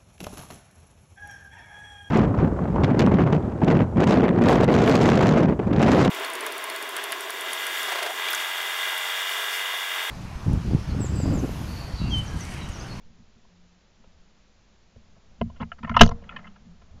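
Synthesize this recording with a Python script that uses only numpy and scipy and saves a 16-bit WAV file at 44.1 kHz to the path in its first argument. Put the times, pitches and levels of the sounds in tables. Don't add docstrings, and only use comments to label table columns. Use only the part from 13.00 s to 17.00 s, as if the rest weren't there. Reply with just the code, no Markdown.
import sys
import numpy as np
from scipy import signal
from scipy.fft import rfft, irfft
from scipy.io import wavfile

SR = 44100
rng = np.random.default_rng(int(sys.argv[2]) if len(sys.argv) > 2 else 0)


def digitize_waveform(pressure):
    field = np.atleast_2d(pressure).T
    bounded = np.clip(field, -1, 1)
    quanta = np.round(bounded * 32767).astype(np.int16)
    wavfile.write(sys.argv[1], SR, quanta)


N = 176400
T = np.arange(N) / SR


def amp(db):
    return 10 ** (np.asarray(db) / 20)


def add(mix, start_s, sound):
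    part = mix[round(start_s * SR):][:len(sound)]
    part += sound[:len(part)]


def burst(x):
    return x / np.sqrt(np.sum(x ** 2) / (SR * .01) + 1e-20)


def ring(modes, t):
    return sum(amp(db - 60 * t / t60) * np.sin(2 * np.pi * hz * t) for hz, db, t60 in modes)


def noise(colour):
    hz, db = np.transpose(colour)
    gain = amp(np.interp(np.log1p(np.fft.rfftfreq(N, 1 / SR)), np.log(hz), db))
    x = irfft(rfft(rng.standard_normal(N)) * gain, N)
    return x / x.std()


def lowpass(x, hz, taps):
    return signal.oaconvolve(x, signal.firwin(taps, hz, window=("kaiser", 8), fs=SR), "same")


def bandpass(x, edges_hz, order):
    return signal.sosfilt(signal.butter(order, edges_hz, "band", fs=SR, output="sos"), x)


def hiss():
    # (frequency [Hz], relative level [dB])
    colour = [(20, 10), (200, 5), (400, 7.5), (1000, 2), (2000, 0.5), (4000, -1.5), (7000, -4.5)]
    return amp(-63) * noise(colour)


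def grip():
    # (time [s], level [dB])
    envelope = [(0, -52.5), (.2, -55), (.5, -58.5), (.95, -59.5), (1.08, -51.5), (1.3, -58), (1.85, -58),
                (2.1, -53.5), (2.3, -50.5), (2.55, -47.5), (2.78, -49.5), (3.05, -34.5), (3.35, -47),
                (3.6, -51), (3.7, -48.5), (3.78, -52), (4, -46)]
    # (frequency [Hz], relative level [dB])
    colour = [(10, 9.5), (30, 0), (75, -1), (135, -13.5), (175, -5.5), (230, -8.5), (300, -26.5),
              (600, -24), (1200, -29), (4000, -58.5)]
    return noise(colour) * amp(np.interp(T, *np.transpose(envelope)))


def hum():
    # (start [s], duration [s], frequency [Hz], level [dB])
    spells = [(.03, 0.21, 169, -62.5), (.48, 0.31, 177, -60), (3.66, .09, 171.7, -49)]
    out = np.zeros(N)
    for start, length, hz, db in spells:
        t = np.arange(0, length, 1 / SR)
        arch = np.sqrt(2 * abs(np.sin(np.pi * t / length)))
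        add(out, start, amp(db) * arch * np.sin(2 * np.pi * hz * t))
    return out


def jolts():
    # (time [s], mount level [dB], barrel level [dB])
    pushes = [(0.099, -53, -53.5), (0.191, -50, -48.5), (.355, -52.5, -56), (1.069, -57, -61),
              (1.962, -43.5, -51), (2.410, -24.5, -21), (2.462, -31, -35.5), (2.522, -68, -51),
              (2.603, -34, -25.5), (2.623, -31, -27), (2.735, -48.5, -59), (2.803, -44.5, -42.5),
              (2.834, -36, -27.5), (2.854, -41, -34), (2.899, -25, -24.5), (2.949, -22.5, -30),
              (2.974, -25.5, -27), (3.007, -6, -1.5), (3.027, -11, -17.5), (3.114, -26.5, -34.5),
              (3.653, -52, -48), (3.945, -44, -52.5)]
    # (frequency [Hz], relative level [dB], t60 [s])
    mount_modes = [(71.3, -2, .14), (93, 1, 0.094), (112, -11, 0.16)]
    barrel_hz = [167, 198, 225]
    # (relative level [dB], t60 [s])
    barrel_decays = [(-2.5, .14), (-18.5, 0.078), (4.5, .12)]
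    barrel_modes = [(hz, db, t60) for hz, (db, t60) in zip(barrel_hz, barrel_decays)]
    out, t = np.zeros(N), T[:SR]
    swell = 1 - np.exp(-t / 0.016)
    mount = burst(swell * ring(mount_modes, t))
    barrel = burst(swell * ring(barrel_modes, t))
    for start, mount_db, barrel_db in pushes:
        add(out, start, -amp(mount_db) * mount - amp(barrel_db) * barrel)
    return out


def knocks():
    # (time [s], chatter time scale [s], extra damping [dB/s], low cutoff [Hz],
    # high cutoff [Hz], low level [dB], mid level [dB], high level [dB], top level [dB])
    contacts = [(0.446, 0.0044, 91, 300, 915, -62.5, -72, -88, -84),
                (1.038, 0.004, 100, 300, 920, -58.5, -67, -69, -82),
                (1.958, 0.0025, 100, 300, 696, -56, -75, -84, -82),
                (2.16, 0.0086, 100, 300, 680, -63, -66, -79, -78),
                (2.412, 0.0022, 894, 300, 3000, -26, -42.5, -42, -51),
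                (2.4133, 0.0018, 600, 300, 750, -33, -54, -72, -80),
                (2.497, 0.0024, 98, 300, 880, -49.5, -61.5, -66.5, -75),
                (2.559, 0.0081, 121, 300, 3500, -61, -58.5, -63, -75),
                (2.599, 0.0092, 400, 300, 3370, -38.5, -41.5, -50.5, -73),
                (2.609, 0.01, 300, 300, 3400, -37, -44, -65, -55),
                (2.624, 0.0055, 302, 300, 3400, -36, -39, -61, -75),
                (2.717, 0.00091, 100, 600, 2870, -45, -35, -46.5, -72),
                (2.783, 0.0065, 97, 300, 3400, -56, -52, -73, -68),
                (2.83, 0.0031, 402, 500, 3380, -40.5, -41.5, -54.5, -61),
                (2.844, 0.0035, 305, 600, 3480, -41, -35, -60, -61),
                (2.868, 0.0092, 100, 600, 3340, -37.5, -43, -58, -70),
                (2.894, 0.0019, 296, 800, 5460, -32, -31, -49, -52.5),
                (2.911, 0.006, 97, 300, 5040, -38.5, -37, -62, -69),
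                (2.94, 0.0093, 100, 850, 3385, -32.5, -31.5, -43, -62.5),
                (2.964, 0.0044, 97.5, 900, 4943, -11.5, -23.5, -26, -38.5),
                (2.9913, 0.005, 298.5, 700, 4830, -30.5, -30, -23, -38),
                (3.009, 0.004, 150.5, 300, 7000, -2, -5, -5, -13),
                (3.0325, 0.00091, 700, 300, 6740, -24.5, -26, -30.5, -29),
                (3.038, 0.016, 102, 300, 6980, -36.5, -41.5, -44, -42.5),
                (3.062, 0.00056, 1204, 300, 6850, -31, -44, -60, -40),
                (3.0755, 0.00067, 1199.5, 300, 7000, -42.5, -60, -46, -47),
                (3.0895, 0.0015, 800, 300, 6500, -33, -48, -56, -45.5),
                (3.109, 0.0059, 100, 700, 4440, -33, -48, -62, -57),
                (3.219, 0.005, 100, 300, 893, -51.5, -69, -68.5, -80),
                (3.237, 0.0044, 100, 300, 3380, -60.5, -57, -73, -73),
                (3.2911, 0.0022, 100.5, 700, 2870, -62, -40.5, -43.5, -79),
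                (3.307, 0.005, 99, 700, 3410, -65, -48, -62, -79),
                (3.319, 0.005, 100, 700, 3400, -55, -44.5, -72, -71),
                (3.362, 0.0032, 100, 700, 2900, -59, -35.5, -42, -55),
                (3.386, 0.0052, 100, 700, 3380, -56, -47, -68, -67),
                (3.439, 0.0071, 100, 700, 3360, -64, -48, -72, -82),
                (3.45, 0.0068, 100, 700, 3400, -53, -53, -66, -79),
                (3.467, 0.0067, 100, 700, 3320, -63, -48, -53, -80),
                (3.557, 0.005, 100, 700, 3400, -60, -56.5, -68, -78),
                (3.815, 0.0052, 100, 300, 3420, -58.5, -63, -72.5, -78.5)]
    band_edges = [400, 1150, 2400, 3500, 7100]
    # (frequency [Hz], relative level [dB], t60 [s])
    steel_modes = [(441, -6, .035), (575, -4.5, 0.025), (701, -0.5, 0.051), (960, -3.5, .035),
                   (1028, 5.5, .036), (1279, -4.5, 0.041), (1350, 0.5, 0.031), (1637, -7, .04),
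                   (1795, -8.5, 0.037), (2069, -5.5, .05), (2540, -13, .032), (2810, -4.5, .03),
                   (2973, -1.5, 0.037), (4394, -4, .025)]
    chatter_db, dense_db, dense_t60_s, spot_spread_db = -3, 7, 0.036, 2.86
    out, t = np.zeros(N), T[:SR // 5]
    for start, chatter_s, damping, low_hz, high_hz, *levels in contacts:
        chatter, dense = rng.standard_normal((2, len(t)))
        force = amp(chatter_db) * chatter * t / chatter_s * np.exp(-(t / chatter_s) ** 2)
        force[0] += 1
        spot_db = spot_spread_db * rng.standard_normal(len(steel_modes))
        modes = [(hz, db + shift, t60) for (hz, db, t60), shift in zip(steel_modes, spot_db)]
        dense *= amp(dense_db - 60 * t / dense_t60_s)
        response = (ring(modes, t) + dense) * amp(-damping * t)
        clack = signal.fftconvolve(force, response)[:len(t)]
        clack = bandpass(clack, [low_hz, high_hz], order=4)
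        for edges, db in zip(zip(band_edges, band_edges[1:]), levels):
            add(out, start, amp(db) * burst(bandpass(clack, edges, order=5)))
    return out


def hard_stop():
    # (frequency [Hz], level [dB], t60 [s])
    modes = [(16, -1, .24), (25.2, -13.5, 0.23), (468, -30, 0.44), (637, -38.5, .25)]
    out = np.zeros(N)
    add(out, start_s=3.012, sound=-ring(modes, T[:SR]))
    return out


def slide():
    # (time [s], level [dB])
    envelope = [(3.15, -64), (3.27, -53), (3.35, -42.5), (3.42, -49), (3.48, -52), (3.6, -68)]
    # (frequency [Hz], relative level [dB])
    colour = [(100, -6.5), (200, 20.5), (300, -9.5), (600, -1), (1000, -4.5), (1400, -7.5), (2200, -13),
              (3100, -15.5), (4000, -37)]
    return noise(colour) * amp(np.interp(T, *np.transpose(envelope), left=-120, right=-120))


def scene():
    return (knocks() + jolts() + hard_stop() + grip() + slide() + hiss() + hum())[None]


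def record(dry):
    overloaded = np.clip(dry[0], -0.99, 0.99)
    mic = lowpass(overloaded, hz=7350, taps=241)
    return lowpass(np.clip(mic, -1, 1), hz=15800, taps=255)[None]


dry = scene()
out = record(dry)
digitize_waveform(out)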